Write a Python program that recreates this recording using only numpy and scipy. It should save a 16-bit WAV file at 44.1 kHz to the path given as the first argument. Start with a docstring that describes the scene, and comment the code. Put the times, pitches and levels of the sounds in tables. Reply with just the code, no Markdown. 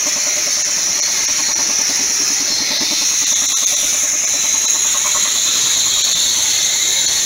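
"""A compressor chugs while air hisses and whistles from a leak; the hiss shifts in level and colour.
The listener walks along the tank from the pump to the valve, and the chug fades out before the end.
The chug is a fluttering valve plate with a thump and rings, repeated each turn of the pump.
The hiss is noise shaped by pipe resonances that move during the walk; low rumble and air noise
at the microphone lie underneath."""
import sys
import numpy as np
from scipy import signal
from scipy.io import wavfile
from scipy.ndimage import uniform_filter1d

SR = 44100
rng = np.random.default_rng(int(sys.argv[2]) if len(sys.argv) > 2 else 0)


def generate_wav(sig):
    """Save sig (samples, or channels by samples) to the path in sys.argv[1] as 16-bit PCM at SR."""
    pcm = np.round(np.clip(np.atleast_2d(sig).T, -1, 1) * 32767).astype(np.int16)
    wavfile.write(sys.argv[1], SR, pcm)


def voltage_ratio(decibels):
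    """Convert decibels (scalar or array-like) to amplitude ratios, 20 dB per decade."""
    exponent = np.asarray(decibels, float) / 20
    return 10 ** exponent


N = 319725  # length in samples

# The walk to the valve: t/s, nearness (0 far to 1 near), centre of the main hiss band f/Hz,
# second band level/dB, treble level/dB
WALK_TO_VALVE = [(0, 0.3, 6040, -30, -30.5), (1.25, 0.23, 5840, -30, -32), (1.5, 0.3, 5930, -25.5, -31),
                 (1.75, .05, 5800, -30, -31.5), (2.3, 0, 5950, -32.5, -31.5), (2.75, 0.4, 5200, -21.5, -35),
                 (3.0, 0.05, 5730, -26, -30), (3.3, .2, 6330, -23.5, -28), (3.75, 0.1, 6200, -24.5, -24.5),
                 (4.2, 0.2, 6400, -36.5, -29), (4.5, 0.3, 6440, -26.5, -27.5), (5.0, 0.2, 6800, -27, -27.5),
                 (5.4, .8, 6840, -21, -29.5), (5.75, 1, 6850, -19, -28), (6.1, 1, 6740, -20.5, -27.5),
                 (7.25, 0.9, 6480, -21, -27)]


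def evened(x):
    """Scales to rms 1."""
    return x / np.sqrt(np.mean(x ** 2) + 1e-20)


def columns(rows, t):
    """Reads every column of a curve table at the times t."""
    s, *rest = np.transpose(rows)
    return [np.interp(t, s, column) for column in rest]


def unit(gain):
    """Scales a spectrum to unit power in every frame."""
    return gain / np.sqrt((gain ** 2).sum(-1, keepdims=True))


def colour(points, hz):
    """Turns a spectrum table, read on a log frequency axis, into a gain of unit power."""
    f, db = np.transpose(points)
    curve_db = np.interp(np.log(hz + 1), np.log(f + 1), db)
    return unit(voltage_ratio(curve_db) * np.ones((1, 1)))


def bump(shape, hz, centre_hz):
    """Carries a resonance shape along a moving centre, at unit power."""
    offset_hz, db = np.transpose(shape)
    return unit(voltage_ratio(np.interp(hz[None] - centre_hz[:, None], offset_hz, db)))


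def noise(gain, size):
    """Noise from random short-time spectra, frames x bins; unit power per frame gives rms 1."""
    a, b = rng.standard_normal((2,) + gain.shape)
    spectra = a + 1j * b
    flat = signal.istft(spectra.T, nperseg=size, noverlap=size * 3 // 4)[1]
    x = signal.istft((spectra * gain).T, nperseg=size, noverlap=size * 3 // 4)[1]
    return x[:N] * np.sqrt(gain.shape[1]) / np.std(flat)


def patches(frames, bins, long, wide):
    """Random field of rms 1, smoothed over time and frequency."""
    field = rng.standard_normal((frames, bins))
    smooth = uniform_filter1d(field, long, axis=0)
    return evened(uniform_filter1d(smooth, wide, axis=1))


def resonate(x, hz, width):
    """A resonance of gain 1 at hz: a wider one dies away faster."""
    pole = np.exp((2j * np.pi * hz - np.pi * width) / SR)
    return 2 * signal.lfilter([1 - abs(pole)], [1, -pole], x).real


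def ring(x, modes):
    """Blows into a set of modes, each ringing at its own pitch; rms 1."""
    total = 0
    for hz, width, db in modes:
        total = total + voltage_ratio(db) * resonate(resonate(x, hz, width), hz, 290) / width
    return evened(total)


def rumble():
    """Low noise of motor, belt and hall, with air and hand noise at the microphone."""
    # Loudness of the rumble over time: t/s, level/dB
    rumble_level = [(0, -38), (.66, -35.5), (2.44, -36), (2.82, -31.5), (3.0, -48), (3.65, -48),
                    (4.18, -38), (5.5, -39.5), (7.25, -33)]
    # Colour of the rumble: f/Hz, relative level/dB
    rumble_colour = [(35, -41), (60, -3), (155, 4), (284, 5), (402, 7.5), (496, -5), (579, 7), (766, 3),
                     (893, 8.5), (1360, -16.5), (1700, 8.5), (2210, 11), (3740, -120)]
    # Colour of the air and hand noise: f/Hz, relative level/dB
    handling_colour = [(8.8, -32), (15, 5), (110, 11), (140, -31), (240, -120)]
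    hand_far_db, hand_near_db, hand_lumps_db = -71, -51.5, -0.5  # grows towards the valve

    hz, t = np.fft.rfftfreq(2048, 1 / SR), np.arange(N // 512 + 5) * 512 / SR
    rumble_db = columns(rumble_level, t)[0]
    near = columns(WALK_TO_VALVE, t)[0]
    hand_db = hand_far_db + (hand_near_db - hand_far_db) * near
    hand_db = hand_db + hand_lumps_db * patches(len(t), 1, long=20, wide=1)[:, 0]
    rumble_gain = voltage_ratio(rumble_db)[:, None] * colour(rumble_colour, hz)
    hand_gain = voltage_ratio(hand_db)[:, None] * colour(handling_colour, hz)
    lumps_db = 3.4 * patches(len(t), len(hz), long=5, wide=6)
    return noise(np.hypot(rumble_gain, hand_gain) * voltage_ratio(lumps_db), size=2048)


def pump():
    """Each turn the valve snaps open with a thump, flutters as air rushes in and rings intake and head."""
    # What reaches the listener of each stroke on the way through the standing waves:
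    # t/s, flutter tone level/dB, its octave level/dB, third harmonic level/dB, head ring level/dB
    chug_levels = [(.07, -38, -33.5, -44, -37), (.5, -45, -34, -59, -46), (.75, -48, -42.5, -45, -44),
                   (1.15, -49, -43.5, -48.5, -45), (1.55, -39, -39, -36, -37.5),
                   (1.95, -36.5, -41.5, -44, -51), (2.35, -37, -60, -49, -51),
                   (2.72, -28.5, -38.5, -44, -43), (2.92, -34, -38, -39.5, -46), (3.12, -44, -51, -48, -42),
                   (3.33, -38, -41, -43, -41), (3.55, -46.5, -47, -64, -38.5),
                   (3.74, -44.5, -36.5, -65, -45), (4.1, -45, -42, -67, -46),
                   (4.35, -46, -37.5, -49, -44.5), (4.6, -45, -51.5, -38.5, -44.5),
                   (5.16, -49, -36.5, -53, -28.5), (5.4, -48, -47, -54, -41), (6.0, -50, -50, -62, -39.5),
                   (6.4, -54, -62, -51, -65)]
    # Ringing of the pump head: f/Hz, width/Hz, relative level/dB
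    head_modes = [(1005, 38, 2), (1089, 40, 11), (1162, 24, -3.5), (1206, 51, 6)]
    # Ringing of the intake: f/Hz, width/Hz, relative level/dB
    intake_modes = [(686, 51, 4.5), (386, 43, -9.5)]
    stroke_s, first_s, flutter_hz = .10182, .0565, 297

    t = np.arange(N) / SR
    turn, since = np.divmod(t - first_s + stroke_s, stroke_s)  # turn count, seconds since it began
    luck = rng.standard_normal((int(turn[-1]) + 1, 5))[turn.astype(int)]  # no two turns are alike
    first_db, octave_db, third_db, head_db = columns(chug_levels, t)
    # Thump and intake follow only a share of the swings of the flutter and its octave
    thump_db = -51 + 0.33 * (first_db + 42)
    intake_db = -47.5 + 0.58 * (octave_db + 42)

    def window(start, rise, length, fall):
        """Opens steadily, stays open, then dies away; all times in seconds."""
        opening = np.clip((since - start) / rise, 0, 1)
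        return opening * np.exp(-np.maximum(since - start - length, 0) / fall)

    out = np.zeros(N)
    harmonics = [(first_db, .002, .5), (octave_db, .006, .15), (third_db, .008, .7)]
    for k, (db, rise_s, rough) in enumerate(harmonics):
        hz = (k + 1) * flutter_hz
        gate = 0.025 + window(0.001, rise_s, .027, 0.004)
        gate = gate + 0.2 * window(0.066, 0.008, 0.013, 0.005)  # the small second cylinder follows
        glide_s = .0035 / (k + 1) ** 3 * np.exp(-since / .007)  # starts flat, then settles
        tone = np.sin(2 * np.pi * hz * (1 + .01 * luck[:, 0]) * (since + glide_s))
        # Turbulence round the fluttering plate
        swirl = evened(resonate(rng.standard_normal(N), hz, 73))
        flutter = evened(resonate(gate * (tone + rough * swirl), hz, 206))
        out += voltage_ratio(db + 1.2 * luck[:, k + 1]) * flutter

    # One click per turn, with a weaker opposite click 14.7 ms later, makes the thump
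    snap = (np.diff(turn, prepend=turn[0]) > 0) * voltage_ratio(1.5 * luck[:, 4])
    bounce = snap - 0.31 * np.roll(snap, round(0.0147 * SR))
    thump = resonate(resonate(bounce, 185, 220), 180, 260) + 0.6 * resonate(bounce, 195, 70)
    out += voltage_ratio(thump_db) * evened(thump)

    # The click and the air rushing in excite the modes
    rush = snap + 0.067 * window(.001, 0.001, 0.016, 0.011) * rng.standard_normal(N)
    out += voltage_ratio(head_db) * ring(rush, head_modes)
    out += voltage_ratio(intake_db) * ring(rush, intake_modes)
    out *= np.clip((6.7 - t) / 0.24, 0, 1)  # the pump fades out under the hiss just before 6.7 s

    # Hall echo: noise that dies away by 60 dB in half a second
    echo_noise = rng.standard_normal(SR // 2) * voltage_ratio(-60 * t[:SR // 2] / .5)
    hall = evened(echo_noise) / np.sqrt(SR // 2)
    return out + voltage_ratio(-11) * signal.fftconvolve(out, hall)[:N]


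def leak():
    """Jet noise through the resonances of the short valve pipe, breaking into whistles."""
    # Shape of the main pipe resonance: f/Hz from its centre, relative level/dB
    main_shape = [(-2600, -23.5), (-1300, -9), (-700, -4.5), (-250, 0), (4, -1), (256, -2), (700, -3),
                  (1300, -11.5), (2504, -20)]
    # Shape of the second pipe resonance: f/Hz from its centre, relative level/dB
    second_shape = [(-1500, -22), (-800, -5.5), (-400, 0.5), (4, 6), (329, -4), (550, -8), (1200, -24)]
    # Colour of the low part of the hiss: f/Hz, relative level/dB
    low_colour = [(760, -28), (1300, -11), (1630, -13), (2070, -4.5), (2580, -5), (2820, -9.5), (3200, -11),
                  (4160, -15), (7040, -120)]
    # Two treble colours, the second blended in over the first as the walk goes on: f/Hz, relative level/dB
    treble_colours = [(4470, -28), (7600, 2), (7970, -11), (8700, -7), (9380, 0), (9900, 6), (10500, 0.5),
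                      (11900, -15.5), (12600, -13), (13200, 0), (13800, -4), (15600, -3.5)], [(4470, -18),
                      (7600, -6), (7930, -13.5), (9440, -15.5), (10600, -7.5), (12000, -20), (13500, -15),
                      (14600, -17), (15600, -14.5)]
    # What the microphone port passes best of the main band: f/Hz, relative level/dB
    port_colour = [(3000, -3.5), (4900, -7.5), (5300, -3.5), (5800, 0.5), (7000, 0), (7450, -6),
                   (7750, -26), (9000, -40)]
    # Narrow whistles heard from some spots: from t/s, to t/s, start f/Hz, end f/Hz, level/dB
    whistles = [(.1, .7, 4500, 4450, -36), (.8, 1.75, 4330, 4350, -33), (.9, 2.4, 5830, 5840, -27),
                (1.9, 2.55, 5250, 5180, -32), (2.4, 2.95, 4280, 4100, -31), (2.75, 3.15, 3750, 3520, -32),
                (2.9, 3.45, 5780, 5750, -24), (3.1, 5.3, 6480, 6600, -24), (3.25, 3.95, 3520, 3550, -31),
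                (4.15, 4.35, 2150, 2150, -35), (4.3, 4.75, 4030, 4000, -30), (5.3, 6.3, 3550, 3560, -31),
                (5.55, 5.75, 5060, 5060, -33), (5.6, 7.25, 4350, 4340, -28), (6.25, 7.25, 2070, 2110, -39)]
    shade_s, shade_half_width_s, shade_db = 2.75, .15, -2.5  # one shaded spot on the walk
    corner_s = (3.05, 3.25)  # rounding the tank end, from and to
    low_far_db, low_near_db = -30, -32.5
    whistle_q = 38  # centre over width

    hz, t = np.fft.rfftfreq(2048, 1 / SR), np.arange(N // 512 + 5) * 512 / SR
    near, main_hz, second_db, treble_db = columns(WALK_TO_VALVE, t)
    main_db = -17.3 + shade_db * np.exp(-((t - shade_s) / shade_half_width_s) ** 2)
    second_hz = np.interp(t, corner_s, [4245, 4003])  # drops at the tank end
    low_db = low_far_db + (low_near_db - low_far_db) * near ** 4  # sinks right at the valve

    # Once round the tank end, at least 0.65 of the second treble colour is heard
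    seen = np.maximum(near, np.interp(t, corner_s, [0, .65]))[:, None]
    far_power = colour(treble_colours[0], hz) ** 2
    near_power = colour(treble_colours[1], hz) ** 2
    treble = np.sqrt((1 - seen) * far_power + seen * near_power)

    main_band = unit(bump(main_shape, hz, main_hz) * colour(port_colour, hz))
    second_band = bump(second_shape, hz, second_hz)
    layers = [(main_db, main_band), (treble_db, treble),
              (second_db, second_band), (low_db, colour(low_colour, hz))]
    for start, end, from_hz, to_hz, db in whistles:
        centre = np.interp(t, [start, end], [from_hz, to_hz])
        outside_s = np.maximum(start - t, t - end)
        heard_db = db - 60 * np.maximum(outside_s + 0.11, 0)  # fades in and out
        heard_db += 3. * patches(len(t), 1, long=5, wide=1)[:, 0]  # and comes in fits
        whistle = 1 / (1 + (2 * whistle_q * (hz / centre[:, None] - 1)) ** 2)
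        layers.append((heard_db, unit(whistle)))
    gain = np.sqrt(sum((voltage_ratio(db)[:, None] * shape) ** 2 for db, shape in layers))

    comb_db = 2.94 * patches(len(t), len(hz), long=14, wide=3)  # reflections from tank and floor
    gusts_db = 1.16 * patches(len(t), len(hz), long=3, wide=30)  # the jet wanders
    # The total level is held steady in every frame, whatever the reflections and gusts do
    power = np.linalg.norm(gain, axis=1, keepdims=True)
    jet = noise(power * unit(gain * voltage_ratio(comb_db + gusts_db)), size=2048)

    # The treble above 7800 Hz flickers with the loudness of the jet over 1.5 ms
    highpass = signal.butter(8, 7800, "high", fs=SR, output="sos")
    top = signal.sosfiltfilt(highpass, jet)
    loud = uniform_filter1d(jet ** 2, round(.0015 * SR)) / uniform_filter1d(jet ** 2, size=SR // 10)
    flicker = evened(abs(loud) ** (.75 / 2))  # three quarters of the swings in dB
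    return jet + top * (flicker - 1)


def scene():
    """Leak, rumble and pump add up at one microphone."""
    return (leak() + rumble() + pump())[None]


def thinned(x):
    """At listed moments all but the loudest tones and a few stray ones falls away."""
    # Moments when the whole sound thins out: t/s, level/dB of what is left of the full sound
    thin_moments = [(.636, -16), (1.013, -18), (1.268, -18), (1.546, -15), (2.792, -13), (3.254, -14),
                    (3.345, -14), (3.474, -14), (3.55, -34), (3.657, -15), (3.755, -14), (4.262, -14),
                    (4.669, -15), (6.03, -18), (6.142, -14), (7.069, -13)]
    z = signal.stft(x, nperseg=1024, noverlap=768)[2]
    strong = abs(z) > voltage_ratio(-15) * abs(z).max(0)
    chance = rng.random((len(z), z.shape[1] // 8 + 1)) < .02
    stray = np.repeat(chance, 8, axis=1)[:, :z.shape[1]]  # each lasts eight frames
    kept = z * np.where(strong, 1, 3.5 * stray)
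    bare = signal.istft(kept, nperseg=1024, noverlap=768)[1][:N]
    t, full = np.arange(N) / SR, np.ones(N)
    for s, db in thin_moments:
        length_s = .011 - .0006 * db  # deeper ones last longer
        full *= voltage_ratio(db * np.exp(-(2 * (t - s) / length_s) ** 4))
    return full * x + (1 - full) * bare


def low_pass(x):
    """Removes everything above the highest recorded frequency."""
    return signal.sosfilt(signal.butter(12, 16480, fs=SR, output="sos"), x)


def record(dry):
    """Brief thin moments, then a steep cut of everything above 15780 Hz."""
    edge = signal.firwin(1023, 15780, window=("kaiser", 9), fs=SR)
    mix = signal.oaconvolve(thinned(dry[0]), edge, "same")[None]
    return low_pass(mix)


dry = scene()
out = record(dry)
generate_wav(out)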